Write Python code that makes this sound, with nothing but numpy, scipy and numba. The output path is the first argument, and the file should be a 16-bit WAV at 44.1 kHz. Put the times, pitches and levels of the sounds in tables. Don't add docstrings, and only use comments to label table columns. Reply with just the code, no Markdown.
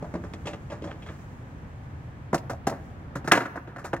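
import sys
import numpy as np
from scipy import signal
from scipy.fft import rfft, irfft
from scipy.io import wavfile
from scipy.ndimage import uniform_filter1d
from numba import njit

SR = 44100
rng = np.random.default_rng(int(sys.argv[2]) if len(sys.argv) > 2 else 0)


def bounce(signal):
    frames = np.transpose(np.atleast_2d(signal))
    limited = np.clip(frames, -1, 1)
    pcm = np.round(limited * 32767).astype(np.int16)
    wavfile.write(sys.argv[1], SR, pcm)


N = 176400


def undb(db):
    return 10 ** (np.asarray(db) / 20)


def unit(x):
    return x / np.sqrt(np.sum(x ** 2) + 1e-20)


def along_hz(points, size):
    hz, value = np.array(points).T
    return np.interp(np.log(np.fft.rfftfreq(size, 1 / SR) + 1), np.log(hz + 1), value)


def colour(x, points):
    cepstrum = irfft(np.log(undb(along_hz(points, size=4096))))
    half = len(cepstrum) // 2
    one_sided = np.r_[cepstrum[0], 2 * cepstrum[1:half], np.zeros(half)]
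    response = irfft(np.exp(rfft(one_sided)))
    return signal.fftconvolve(x, response)[:len(x)]


def add(out, start_s, x):
    i = int(start_s * SR)
    out[i:i + len(x)] += x[:max(N - i, 0)]


def flutter(hz, depth_db):
    times = np.arange(0, N / SR + 1, 1 / hz)
    values = rng.standard_normal(N)[:len(times)]
    return undb(depth_db * np.interp(np.arange(N) / SR, times, values))


# f/Hz, likeness (1 the same, 0 unrelated, -1 opposite)
EAR_LIKENESS = [(60, 1), (130, 0.95), (290, 0.91), (640, 0.5), (1410, -0.25), (3100, 0.26), (7000, -0.49),
                (15000, -0.16)]

def diffuse(tone):
    alike = np.clip(along_hz(EAR_LIKENESS, size=N), -1, 1)
    shape = undb(along_hz(tone, size=N))
    mid = irfft(rfft(rng.standard_normal(N)) * shape * np.sqrt(1 + alike), N)
    side = irfft(rfft(rng.standard_normal(N)) * shape * np.sqrt(1 - alike), N)
    return np.array([mid + side, mid - side]) / np.std(mid)


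# f/Hz, level/dB
TRAFFIC_TONE = [(12, -56), (20, -20), (76, -1.5), (133, -1), (175, -10.5), (274, -12.5), (324, -19),
                (362, -24.5), (465, -27), (505, -24.5), (631, -27.5), (767, -23.5), (1270, -27),
                (1380, -30.5), (1670, -26), (4190, -46.5), (15500, -63.5)]

def traffic():
    return undb(-41.5) * diffuse(TRAFFIC_TONE)


# t/s, rumble level/dB, hiss level/dB
ROLL_LEVELS = [(0, -43.5, -70), (.45, -46.5, -69), (.95, -47, -74.5), (1.15, -49, -67), (1.5, -47, -74),
               (2.25, -49, -76), (2.6, -47.5, -106), (2.85, -49, -71.5), (3.1, -44.5, -82), (4, -41.5, -73)]
# f/Hz, level/dB
RUMBLE_TONE = [(20, -41), (60, 7), (130, 6), (260, -1), (600, -6.5), (1500, -12.5), (4000, -64)]
# f/Hz, level/dB
HISS_TONE = [(500, -12), (2000, -2.5), (4000, -15), (7000, -5.5), (9500, -16.5), (15000, -18)]

def wheels():
    times, rumble_db, hiss_db = np.array(ROLL_LEVELS).T
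    t = np.arange(N) / SR
    rumble = diffuse(RUMBLE_TONE) * undb(np.interp(t, times, rumble_db)) * flutter(hz=25, depth_db=1)
    hiss = diffuse(HISS_TONE) * undb(np.interp(t, times, hiss_db)) * flutter(hz=45, depth_db=1.2)
    return rumble + hiss


def ring(notes, t, scatter_db, detune):
    out = 0
    for k, (hz, db, ring_s) in enumerate(notes):
        strength, shift = rng.standard_normal(2)
        fade = np.exp(-np.log(1000) * t / ring_s)
        wave = np.sin(2 * np.pi * hz * (1 + detune * shift) * t)
        out = out + (-1) ** k * undb(db + scatter_db * strength) * fade * wave
    return out


BAND_EDGES = [130, 450, 1100, 2100, 4000, 17000]
# f/Hz, level/dB
GRIT_TONE = [(100, 5.5), (280, 0), (430, 1.5), (720, 6.5), (1050, -3), (1700, -3), (2200, -13),
             (2700, -10.5), (3300, -17.5), (4500, -22), (6800, -21.5), (8800, -29.5), (11000, -30.5),
             (15500, -39)]

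def contacts(hits, notes, grit_db, rise_s):
    out = np.zeros((2, N))
    t = np.arange(SR // 4) / SR
    crack_rise_s, level_span_s = 0.0024, 0.03
    hit_gain = np.sqrt(level_span_s * SR)
    bands = [signal.butter(3, edges, "band", fs=SR, output="sos")
             for edges in zip(BAND_EDGES, BAND_EDGES[1:])]
    for start_s, decay_s, *levels in hits:
        uneven = np.exp(.33 * np.repeat(rng.standard_normal(len(t)), 20)[:len(t)])
        rough_fade = uneven * np.exp(-t / decay_s)
        grains = rng.standard_normal(len(t))
        crush = colour(grains * rough_fade * (1 - np.exp(-t / rise_s)), GRIT_TONE)
        ringing = ring(notes, t, scatter_db=2.5, detune=.025)
        knock = unit(ringing) + undb(grit_db) * unit(crush)
        snap = rough_fade * (1 - np.exp(-t / crack_rise_s))
        for ear in out:
            own_grains = .55 * rng.standard_normal(len(t))
            crack = colour((grains + own_grains) * snap, GRIT_TONE)
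            for band, db in zip(bands, levels):
                source = crack if band is bands[-1] else knock
                add(ear, start_s, unit(signal.sosfilt(band, source)) * undb(db) * hit_gain)
    return out


# t/s, grit decay/s, then level/dB in each of the five bands
KNOCK_HITS = [(0.023, 0.011, -36, -37, -53.5, -63, -66), (0.043, 0.011, -57, -40, -52.5, -68, -70),
              (0.138, 0.0055, -34, -36.5, -47.5, -57, -62), (0.151, 0.013, -31, -34.5, -46.5, -58, -62.5),
              (0.237, 0.02, -39.5, -45, -47.5, -62, -64.5), (0.335, 0.009, -43, -45, -50, -49.5, -57),
              (0.455, 0.035, -39.5, -66, -45.5, -48, -53.5), (0.469, 0.022, -43, -34.5, -45, -40, -50),
              (0.532, 0.013, -39.5, -40, -46, -49, -61.5), (0.7, 0.028, -45, -41.5, -51, -51.5, -60),
              (0.718, 0.026, -39.5, -37, -45, -57, -59.5), (0.82, 0.018, -38, -47, -59, -56, -65),
              (0.84, 0.032, -35, -39, -47, -55, -57.5), (0.873, 0.072, -52, -39, -51, -54.5, -65),
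              (0.91, 0.012, -42.5, -48, -45, -51.5, -71), (1.022, 0.023, -52, -57, -61, -53, -68),
              (1.062, 0.06, -50, -50, -47.5, -52.5, -60.5), (1.087, 0.015, -43.5, -46.5, -46.5, -55.5, -77)]
# f/Hz, level/dB, ring time/s
KNOCK_NOTES = [(174.6, -5.5, 0.27), (327, -5.5, 0.28), (432.3, -4.5, 0.2), (585.4, 5.5, 0.14),
               (674, -9.5, 0.18), (866, -5, 0.069), (1215, -9, 0.15), (1560, -15, 0.096),
               (2150, -11.5, .07), (3340, -15, 0.08)]
# f/Hz, level/dB
HIDDEN_TONE = [(100, 0), (2500, 0), (4500, 1.5), (7500, 1), (10000, -4), (15500, -12)]

def hidden_knocks():
    knocks = contacts(KNOCK_HITS, KNOCK_NOTES, grit_db=0, rise_s=0.00085)
    return np.array([colour(ear, HIDDEN_TONE) for ear in knocks])


# f/Hz, level/dB, ring time/s
IRON_NOTES = [(118, -8, .5), (184, 5, .16), (285, 0, .4), (525, -9, .3), (722, 0, .25), (945, -3, .28),
              (1147, -2, .34), (1464, 0, .26), (1612, 1, .27), (1680, 2, .24), (1735, -2, .27),
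              (1897, -5, .27), (2030, -1, .25), (2240, -10, .3), (2597, -8, .17)]

def drain_cover():
    slam_s = 3.320
    ringing = ring(IRON_NOTES, np.arange(SR) / SR, scatter_db=1, detune=0)
    out = np.zeros(N)
    add(out, slam_s, undb(-15) * ringing)
    return out


# t/s, grit decay/s, then level/dB in each of the five bands
BOARD_HITS = [(2.3292, 0.014, -24, -25.5, -34.5, -70, -50.5), (2.3427, 0.01, -28, -25.5, -30, -63, -38),
              (2.3782, 0.0096, -52, -60, -63, -50, -53.5), (2.4962, 0.019, -35.5, -34, -37, -76, -48.5),
              (2.5082, 0.0074, -77, -41, -72, -61, -71), (2.5312, 0.003, -87, -39, -69, -64, -63),
              (2.6685, 0.0097, -26, -23.5, -32.5, -53, -38), (2.6952, 0.011, -42, -36, -43.5, -50.5, -48.5),
              (2.7122, 0.0098, -36, -33.5, -50, -60, -62), (2.7242, 0.036, -45.5, -38.5, -45, -58, -63),
              (3.1537, 0.016, -33, -37.5, -36.5, -65, -50), (3.2432, 0.036, -39, -43.5, -45.5, -56, -57),
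              (3.2747, 0.01, -31, -31, -31, -44, -43.5), (3.3135, 0.0042, -34, -30, -21.5, -54, -75),
              (3.318, 0.012, -14.5, -11, -9.5, -15, -19), (3.3332, 0.0063, -18.5, -20, -13, -21.5, -40),
              (3.3492, 0.03, -23, -20, -27, -24, -30.5),
              (3.3732, 0.0058, -19.5, -15.5, -17.5, -27.5, -38.5),
              (3.4032, 0.025, -22.5, -25, -23, -36, -45), (3.4542, 0.01, -32.5, -31.5, -27, -42.5, -51),
              (3.5562, 0.015, -33, -30, -34, -60, -53), (3.5712, 0.011, -35.5, -38, -32, -77, -68),
              (3.6732, 0.041, -37.5, -40.5, -41.5, -52.5, -66),
              (3.7602, 0.01, -40.5, -37, -37.5, -53.5, -60), (3.7822, 0.03, -46, -41.5, -37.5, -65, -54.5),
              (3.8422, 0.011, -39, -35, -43, -49, -50), (3.8502, 0.021, -56, -34.5, -35.5, -47.5, -46),
              (3.9307, 0.01, -25.5, -23.5, -28.5, -41, -50), (3.9632, 0.008, -50, -74, -40.5, -53, -58.5)]
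# f/Hz, level/dB, ring time/s
DECK_NOTES = [(167, -6.5, 0.066), (269.6, -3.5, .12), (338.8, -2.5, 0.11), (559, 2.5, 0.11),
              (676.5, 8, 0.057), (766, 5, 0.087), (938, 0, 0.068), (1077, -8.5, 0.087), (1249, -8.5, 0.098),
              (1374, -3.5, 0.068), (1437, 1.5, 0.023), (1615, -5.5, 0.02), (1807, -17.5, 0.14),
              (2071, -15.5, 0.034), (2600, -10, 0.017)]

def skateboard():
    return contacts(BOARD_HITS, DECK_NOTES, grit_db=-1, rise_s=0.0002)


# f/Hz, phase/rad
LEFT_EAR_LEAD = [(20, 0), (300, .15), (1000, .55), (2500, 1.15), (4000, 1.9), (8000, 1.6), (15000, 1.4)]
# f/Hz, level/dB
LEFT_EAR_BOOST = [(100, 0), (400, -.5), (2400, -.5), (4400, 3), (6000, 2), (8000, -3), (15000, -3.5)]
# f/Hz, level/dB
ECHO_TONE = [(100, -2.5), (300, -1.5), (800, 3.5), (1800, 0), (3500, -5), (8000, -9.5), (15000, 5.5)]

def open_lot(x):
    echo_rise_s, echo_ring_s, echo_db = .01, 0.88, -17.5
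    lead = np.exp(1j * along_hz(LEFT_EAR_LEAD, size=N))
    pan = undb(along_hz(LEFT_EAR_BOOST, size=N) / 2)
    direct = irfft(rfft(x) * np.array([pan * lead, 1 / pan]), N)
    t = np.arange(SR) / SR
    fade = (1 - np.exp(-t / echo_rise_s)) ** 2 * np.exp(-np.log(1000) * t / echo_ring_s)
    tails = [unit(noise[:SR] * fade) for noise in diffuse(ECHO_TONE)]
    echo = np.array([signal.fftconvolve(ear, tail)[:N] for ear, tail in zip(x, tails)])
    return direct + undb(echo_db) * echo


def scene():
    return open_lot(skateboard() + hidden_knocks() + drain_cover()) + wheels() + traffic()


@njit
def follow(loudness, attack, release):
    out, level = np.empty(len(loudness)), 0.
    for i in range(len(loudness)):
        level += (loudness[i] - level) * (attack if loudness[i] > level else release)
        out[i] = level
    return out


def record(dry):
    threshold, top_hz = 0.24, 15750
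    average_s, attack_s, release_s = 0.0064, 0.0031, 0.8
    power = uniform_filter1d(np.mean(dry ** 2, axis=0), int(average_s * SR))
    level = follow(np.sqrt(np.abs(power)), 1 / (attack_s * SR), 1 / (release_s * SR))
    gain = threshold / np.maximum(level, threshold)
    clipped = np.clip(dry * gain, -1, 1)
    return signal.sosfilt(signal.ellip(8, .2, 70, top_hz, fs=SR, output="sos"), clipped)


dry = scene()
out = record(dry)
bounce(out)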